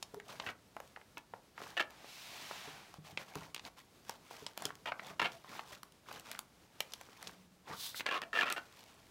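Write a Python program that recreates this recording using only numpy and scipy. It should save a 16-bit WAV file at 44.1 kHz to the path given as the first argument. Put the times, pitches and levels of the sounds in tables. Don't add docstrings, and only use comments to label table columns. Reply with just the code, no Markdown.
import sys
import numpy as np
from scipy import signal
from scipy.fft import rfft, irfft, next_fast_len
from scipy.io import wavfile
from scipy.ndimage import uniform_filter1d

SR = 44100
rng = np.random.default_rng(int(sys.argv[2]) if len(sys.argv) > 2 else 0)


def digitize_waveform(pressure):
    field = np.atleast_2d(pressure).T
    bounded = np.clip(field, -1, 1)
    quanta = np.round(bounded * 32767).astype(np.int16)
    wavfile.write(sys.argv[1], SR, quanta)


def amplitude_ratio(level_db):
    exponent = np.asarray(level_db, float) / 20
    return 10 ** exponent


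N = 401310

# (frequency [Hz], level [dB per Hz])
AIR_COLOUR = [(38, -5.5), (70, -0.5), (166, 0.5), (818, -8.5), (1940, -14), (4740, -16), (15500, -26)]
# (frequency [Hz], time to fall 60 dB [s])
ROOM_DECAY = [(250, 0.45), (1000, 0.27), (4000, 0.12)]
# (start [s], length [s], pitch [Hz], level [dB])
HUMS = [(.142, .055, 415, -50), (7.14, .56, 182, -65), (5.3, .11, 672, -61), (8.22, .12, 672, -59)]
# (pitch [Hz], level [dB], time to fall 60 dB [s])
TABLE_MODES = [(105, -5, .12), (158, 0, .26), (184, -9, .3), (290, -3, .07), (420, -8, .08)]
# (start [s], level [dB], hardness: tilt to the upper modes [dB per octave])
BUMPS = [(0.139, -37.5, 13.5), (0.468, -46, -22), (2.676, -40.5, 11), (2.985, -41.5, -0.5),
         (3.127, -45, -3), (3.36, -32, 8.5), (4.423, -41, 14), (4.652, -35.5, 17), (5.099, -43, 10),
         (5.225, -35, 11.5), (7.704, -39, 7)]
# (time [s], scrape of the cover [dB], bright rustle of the vinyl [dB])
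DRAG_LEVELS = [(1.9, -62, -80), (2.1, -65, -56), (2.3, -60, -53.5), (2.5, -55.5, -53), (2.7, -55, -58.5),
               (2.98, -71, -72.5)]
# (frequency [Hz], level [dB per Hz])
DRAG_COLOUR = [(150, 6), (450, -18), (700, 8), (1600, 2), (4200, -6.5), (7500, -17.5)]
# (middle [s], length [s], level [dB])
RUB_STROKES = [(0.321, 0.21, -54), (0.459, 0.18, -50.5), (1.667, 0.29, -55.5), (3.093, 0.18, -60.5),
               (3.21, 0.091, -53), (3.381, 0.35, -54.5), (3.666, 0.074, -55), (3.794, 0.074, -58),
               (4.107, 0.19, -58.5), (4.387, 0.47, -60), (4.645, 0.22, -51.5), (5.062, 0.23, -50.5),
               (5.313, 0.31, -63.5), (5.546, 0.3, -53.5), (5.727, 0.18, -56.5), (6.136, 0.23, -52.5),
               (6.317, 0.23, -55.5), (6.993, 1, -65.5), (7.26, 0.37, -64), (7.717, 0.15, -47.5),
               (8.773, 0.96, -66)]
# (middle [s], length [s], level [dB])
PALM_SWEEPS = [(7.845, 0.24, -44), (7.979, 0.095, -43.5)]
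# (frequency [Hz], level [dB per Hz])
DULL_COLOUR = [(100, -1), (350, -2.5), (1000, 0.5), (1700, -5), (3000, -21.5), (6000, -25.5)]
# (frequency [Hz], level [dB per Hz])
BRIGHT_COLOUR = [(2400, -0.5), (3800, -0.5), (6000, -4), (9000, -11.5), (15500, -13.5)]
# (frequency [Hz], level [dB per Hz])
SWEEP_COLOUR = [(700, -10), (2500, -8), (3700, 4), (5200, -1), (7000, -6.5), (15500, -8.5)]
# (frequency [Hz], level [dB])
POCKET_MODES = [(693, 3.5), (1100, 0), (1310, 12.5), (1758, 11.5), (2290, 9.5), (2666, 12), (3150, 3)]
# (start [s], time held [s], level [dB], leading resonance [Hz])
JERKS = [(0.464, 0.034, -42, 1480), (1.171, 0.0054, -44, 920), (1.768, 0.013, -33.5, 1790),
         (1.796, 0.013, -29.5, 1710), (4.857, 0.032, -40, 935), (5.195, 0.0038, -30, 970),
         (5.216, 0.013, -31.5, 920), (5.243, 0.022, -34, 2210), (8.059, 0.037, -38.5, 1690),
         (8.11, 0.039, -36.5, 1100), (8.142, 0.033, -38, 1110), (8.226, 0.0077, -42.5, 1790),
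         (8.33, 0.074, -39, 1760), (8.352, 0.058, -32.5, 1730), (8.411, 0.025, -33, 1370),
         (8.457, 0.029, -38, 1330), (8.503, 0.02, -37, 1330), (8.563, 0.017, -39, 1460)]
# (start [s], level [dB])
PRICKS = [(0.875, -50.5), (1.179, -39.5), (1.905, -41.5), (4.753, -41.5), (5.921, -48.5), (6.126, -37),
          (6.196, -38), (8.524, -17.5), (8.791, -47), (8.793, -46), (8.838, -42.5), (8.942, -50),
          (9.067, -53)]
# (start [s], level [dB], main pitch [Hz])
TAPS = [(0.398, -25, 2150), (0.961, -36, 1520), (0.971, -39, 840), (1.013, -42.5, 1410), (1.336, -31, 660),
        (1.578, -32.5, 1210), (1.602, -38, 606), (1.617, -34.5, 490), (2.043, -44.5, 584), (2.51, -31, 730),
        (3.173, -23, 2200), (3.562, -30, 2600), (3.578, -36, 2700), (3.594, -33, 2680), (3.65, -33, 3230),
        (4.309, -37, 780), (4.704, -32.5, 1080), (4.919, -24, 1100), (4.994, -32, 1640), (5.197, -22, 2330),
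        (5.318, -40, 3300), (5.444, -43, 1000), (5.592, -28.5, 1420), (6.085, -40, 930), (6.26, -45, 1100),
        (6.349, -35, 1520), (6.374, -44, 1310), (6.92, -39, 4500), (7.087, -44, 334), (7.271, -28, 3840),
        (7.275, -34, 3760), (7.293, -40, 1100), (7.704, -49, 780), (7.944, -33, 1530), (7.996, -26.5, 2310),
        (8.432, -26, 1350), (8.471, -27.5, 1400)]
# (start [s], level [dB], main pitch [Hz], level of the treble crack [dB])
SNAPS = [(0.026, -24, 4030, -38), (0.143, -37.5, 625, -39.5), (0.199, -37.5, 1440, -45.5),
         (0.765, -34.5, 726, -47), (0.801, -36.5, 740, -41), (2.94, -42, 830, -42),
         (3.354, -33, 880, -33.5), (3.545, -29, 2870, -29), (4.094, -31, 760, -28.5),
         (4.464, -24, 3560, -43), (4.575, -33, 840, -30.5), (4.621, -34.5, 738, -31.5),
         (4.653, -20, 3250, -24), (5.831, -41, 990, -34.5), (6.113, -35, 890, -50),
         (6.314, -34.5, 1760, -29.5), (6.39, -35.5, 1020, -24.5), (6.804, -19, 2310, -20.5),
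         (6.935, -29, 3500, -30), (7.011, -40, 1020, -37), (7.226, -41, 1400, -36), (8.006, -22, 2030, -47),
         (8.063, -17.5, 2200, -40), (8.217, -29, 1690, -31.5), (8.5, -29, 1310, -26.5)]

BUCKLE_S = 0.001437


def evened(x):
    return x / np.sqrt(np.mean(x ** 2) + 1e-20)


def coloured(x, points):
    size = next_fast_len(len(x))
    log_hz = np.log(np.fft.rfftfreq(size, 1 / SR) + 1)
    hz, db = np.transpose(points)
    log_points = np.log(hz)
    beyond = np.maximum(log_points[0] - log_hz, 0) + np.maximum(log_hz - log_points[-1], 0)
    db = np.interp(log_hz, log_points, db) - 25 * beyond
    return evened(irfft(rfft(x, size) * amplitude_ratio(db), size)[:len(x)])


def band(x, low_hz, high_hz):
    return signal.sosfilt(signal.butter(N=3, Wn=[low_hz, high_hz], btype="band", fs=SR, output="sos"), x)


def resonate(x, hz, width):
    turn = np.exp(2j * np.pi * np.cumsum(hz * np.ones(len(x))) / SR)
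    r = np.exp(-np.pi * width / SR)
    return 2 * (turn * signal.lfilter([1 - r], [1, -r], x / turn)).real


def steep(x, hz, width):
    return resonate(resonate(x, hz, width), hz, width)


def curve(rows, column):
    rows = np.array(rows)
    return amplitude_ratio(np.interp(np.arange(N) / SR, rows[:, 0], rows[:, column], left=-120, right=-120))


def add(mix, s, sound):
    part = mix[round(s * SR):][:len(sound)]
    part += sound[:len(part)]


def swells(rows):
    out = np.zeros(N)
    for s, length, db in rows:
        add(out, s - length / 2, amplitude_ratio(db) * np.hanning(round(length * SR)))
    return out


def slips(length, per_s, spread_db, ms, smooth):
    happens = rng.random(length) < per_s / SR
    size = amplitude_ratio(spread_db * np.minimum(rng.exponential(1, length), 4)) * happens
    puffs = signal.lfilter([1], [1, -np.exp(-1000 / (ms * SR))], size)
    return evened((smooth + evened(puffs)) * rng.standard_normal(length))


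def air():
    smoothed = uniform_filter1d(uniform_filter1d(rng.standard_normal(N), SR // 20), SR // 20)
    level_db = -65.5 + 1.3 * evened(smoothed)
    return amplitude_ratio(level_db) * coloured(rng.standard_normal(N), AIR_COLOUR)


def room(x):
    hz, t, z = signal.stft(rng.standard_normal(SR // 2), SR, nperseg=256)
    points, t60 = np.transpose(ROOM_DECAY)
    band_t60 = np.interp(np.log(hz + 1), np.log(points), t60)[:, None]
    tail = signal.istft(z * amplitude_ratio(-60 * t / band_t60), SR, nperseg=256)[1]
    delay = np.zeros(round(0.0077 * SR))
    tail = np.concatenate([delay, tail / np.linalg.norm(tail)])
    return signal.fftconvolve(x, tail)[:N]


def hum(s, length, hz, db):
    t = np.arange(round(length * SR)) / SR
    unsteady = evened(steep(rng.standard_normal(len(t)), hz, hz / 10))
    tone = np.sin(2 * np.pi * hz * t) + 0.5 * unsteady
    return s, amplitude_ratio(db) * tone * signal.windows.tukey(len(t), 0.6)


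def bump(s, db, hard_db):
    t = np.arange(SR // 2) / SR
    ring = np.zeros(len(t))
    for hz, mode_db, t60 in TABLE_MODES:
        chance_db = 2 * rng.standard_normal()
        fading_db = mode_db + hard_db * np.log2(hz) + chance_db - 60 * t / t60
        ring += amplitude_ratio(fading_db) * np.sin(2 * np.pi * hz * t)
    onset = 1 - np.exp(-t / 0.00057)
    return s, amplitude_ratio(db) * ring / abs(ring).max() * onset


def drag():
    drive = slips(N, per_s=830, spread_db=5.0, ms=6.9, smooth=6.0)
    catches = slips(N, per_s=49, spread_db=-6, ms=22, smooth=0.41)
    scrape = coloured(drive, DRAG_COLOUR) + 0.5 * evened(band(catches, 240, 980))
    sink = np.exp(-np.maximum(np.arange(N) / SR - 2.24, 0))
    bands = sum(steep(drive, hz * sink, width=700) for hz in (2580, 3900, 5200))
    rustle = evened(coloured(drive, BRIGHT_COLOUR) + 0.66 * evened(bands))
    return curve(DRAG_LEVELS, 1) * scrape + curve(DRAG_LEVELS, 2) * rustle


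def ticks(per_s, spread_db):
    size = amplitude_ratio(spread_db * np.minimum(rng.exponential(1, N), 3)) * (rng.random(N) < per_s / SR)
    pitches = np.geomspace(650, 3500, num=12)
    t = np.arange(800) / SR
    patch = rng.integers(0, len(pitches), N)
    out = np.zeros(N)
    for k, hz in enumerate(pitches):
        ring = np.sin(2 * np.pi * hz * t) * np.exp(-t * hz / 4.8)
        out += signal.oaconvolve(size * (patch == k), ring)[:N]
    return evened(out)


def rub():
    drive = slips(N, per_s=250, spread_db=-17.5, ms=13.3, smooth=0.47)
    dull = evened(coloured(drive, DULL_COLOUR) + 1.03 * ticks(per_s=140, spread_db=1.0))
    tiny_cracks = slips(N, per_s=68, spread_db=1.0, ms=0.93, smooth=0)
    bright = coloured(drive + 0.19 * rng.standard_normal(N) + 0.78 * tiny_cracks, BRIGHT_COLOUR)
    palm = coloured(drive + 0.79 * rng.standard_normal(N), SWEEP_COLOUR)
    rustles = [(s, length, min(db - 1, -58)) for s, length, db in RUB_STROKES]
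    return swells(RUB_STROKES) * dull + swells(rustles) * bright + swells(PALM_SWEEPS) * palm


def creak(s, length, db, hz):
    slip_gap_s, slip_s = 0.0065, 0.0013
    t = np.arange(SR // 5) / SR
    grip = np.minimum(t / 0.0012, 1) * amplitude_ratio(-900 * np.maximum(t - length, 0))
    gaps = rng.random(200) * 2 * slip_gap_s
    at = (np.cumsum(gaps) - gaps[0]) * SR
    at = at[at < len(t)].astype(int)
    lets_go = np.zeros(len(t))
    lets_go[at] = amplitude_ratio(2.64 * rng.standard_normal(len(at)))
    lets_go[0] = 2
    puffs = signal.lfilter([1], [1, -np.exp(-1 / (slip_s * SR))], lets_go)
    drive = grip * rng.standard_normal(len(t)) * (0.42 + puffs)

    body = np.zeros(len(t))
    for mode_hz, mode_db in POCKET_MODES:
        chance, bend = rng.standard_normal(2)
        body += amplitude_ratio(mode_db + 2.2 * chance) * steep(drive, mode_hz * (1 + 0.05 * bend), width=250)
    lead = steep(drive, hz, width=190)
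    wide = steep(drive, 2220, width=5400)
    sound = evened(band(evened(body) + 0.96 * evened(lead) + 2.05 * evened(wide), 272, 3640))
    sound = sound + 0.1 * coloured(drive, BRIGHT_COLOUR)
    held_share = (grip ** 2).sum() / len(t)
    return s, amplitude_ratio(db) * evened(sound) * np.sqrt(held_share)


def buckle_times():
    samples = np.arange(1400)
    return abs(samples - round(BUCKLE_S * SR)) / SR, np.minimum(samples / (BUCKLE_S * SR), 1)


def prick(s, db):
    t, start = buckle_times()
    noise = rng.standard_normal(len(t))
    crack = band((noise + coloured(noise, BRIGHT_COLOUR)) * np.exp(-t / 0.0009), 1700, 14500)
    return s, amplitude_ratio(db) * start * crack / abs(crack).max()


def snap(s, db, hz, crack_db=-90):
    t, start = buckle_times()
    kick_noise, rattle_noise = rng.standard_normal((2, len(t)))
    kick = (t == 0) + 0.092 * kick_noise * np.exp(-t / 0.0039)
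    knock = steep(kick, hz, 0.85 * hz) + 0.49 * steep(kick, 1010, 1290)
    rattle = steep(rattle_noise, hz, 1.23 * hz) * np.exp(-t / 0.0033)
    body = knock / abs(knock).max() + 0.38 * rattle / abs(rattle).max()
    body = amplitude_ratio(db) * band(body, 152, 3.13 * hz + 900)
    crack = prick(s, crack_db)[1]
    return s, start * body + crack


def scene():
    near = drag() + rub()
    events = ((hum, HUMS), (bump, BUMPS), (creak, JERKS), (prick, PRICKS), (snap, TAPS), (snap, SNAPS))
    for sound, table in events:
        for row in table:
            add(near, *sound(*row))
    near = signal.lfilter(*signal.butter(N=2, Wn=70, btype="high", fs=SR), near)
    return (near + amplitude_ratio(-14.0) * room(near) + air())[None]


def band_limit(x):
    return signal.sosfilt(signal.butter(12, 16830, fs=SR, output="sos"), x)


def record(dry):
    edge = signal.firwin(255, 15900, window=("kaiser", 4), fs=SR)
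    mix = signal.oaconvolve(dry, edge[None], "same")
    return band_limit(mix)


dry = scene()
out = record(dry)
digitize_waveform(out)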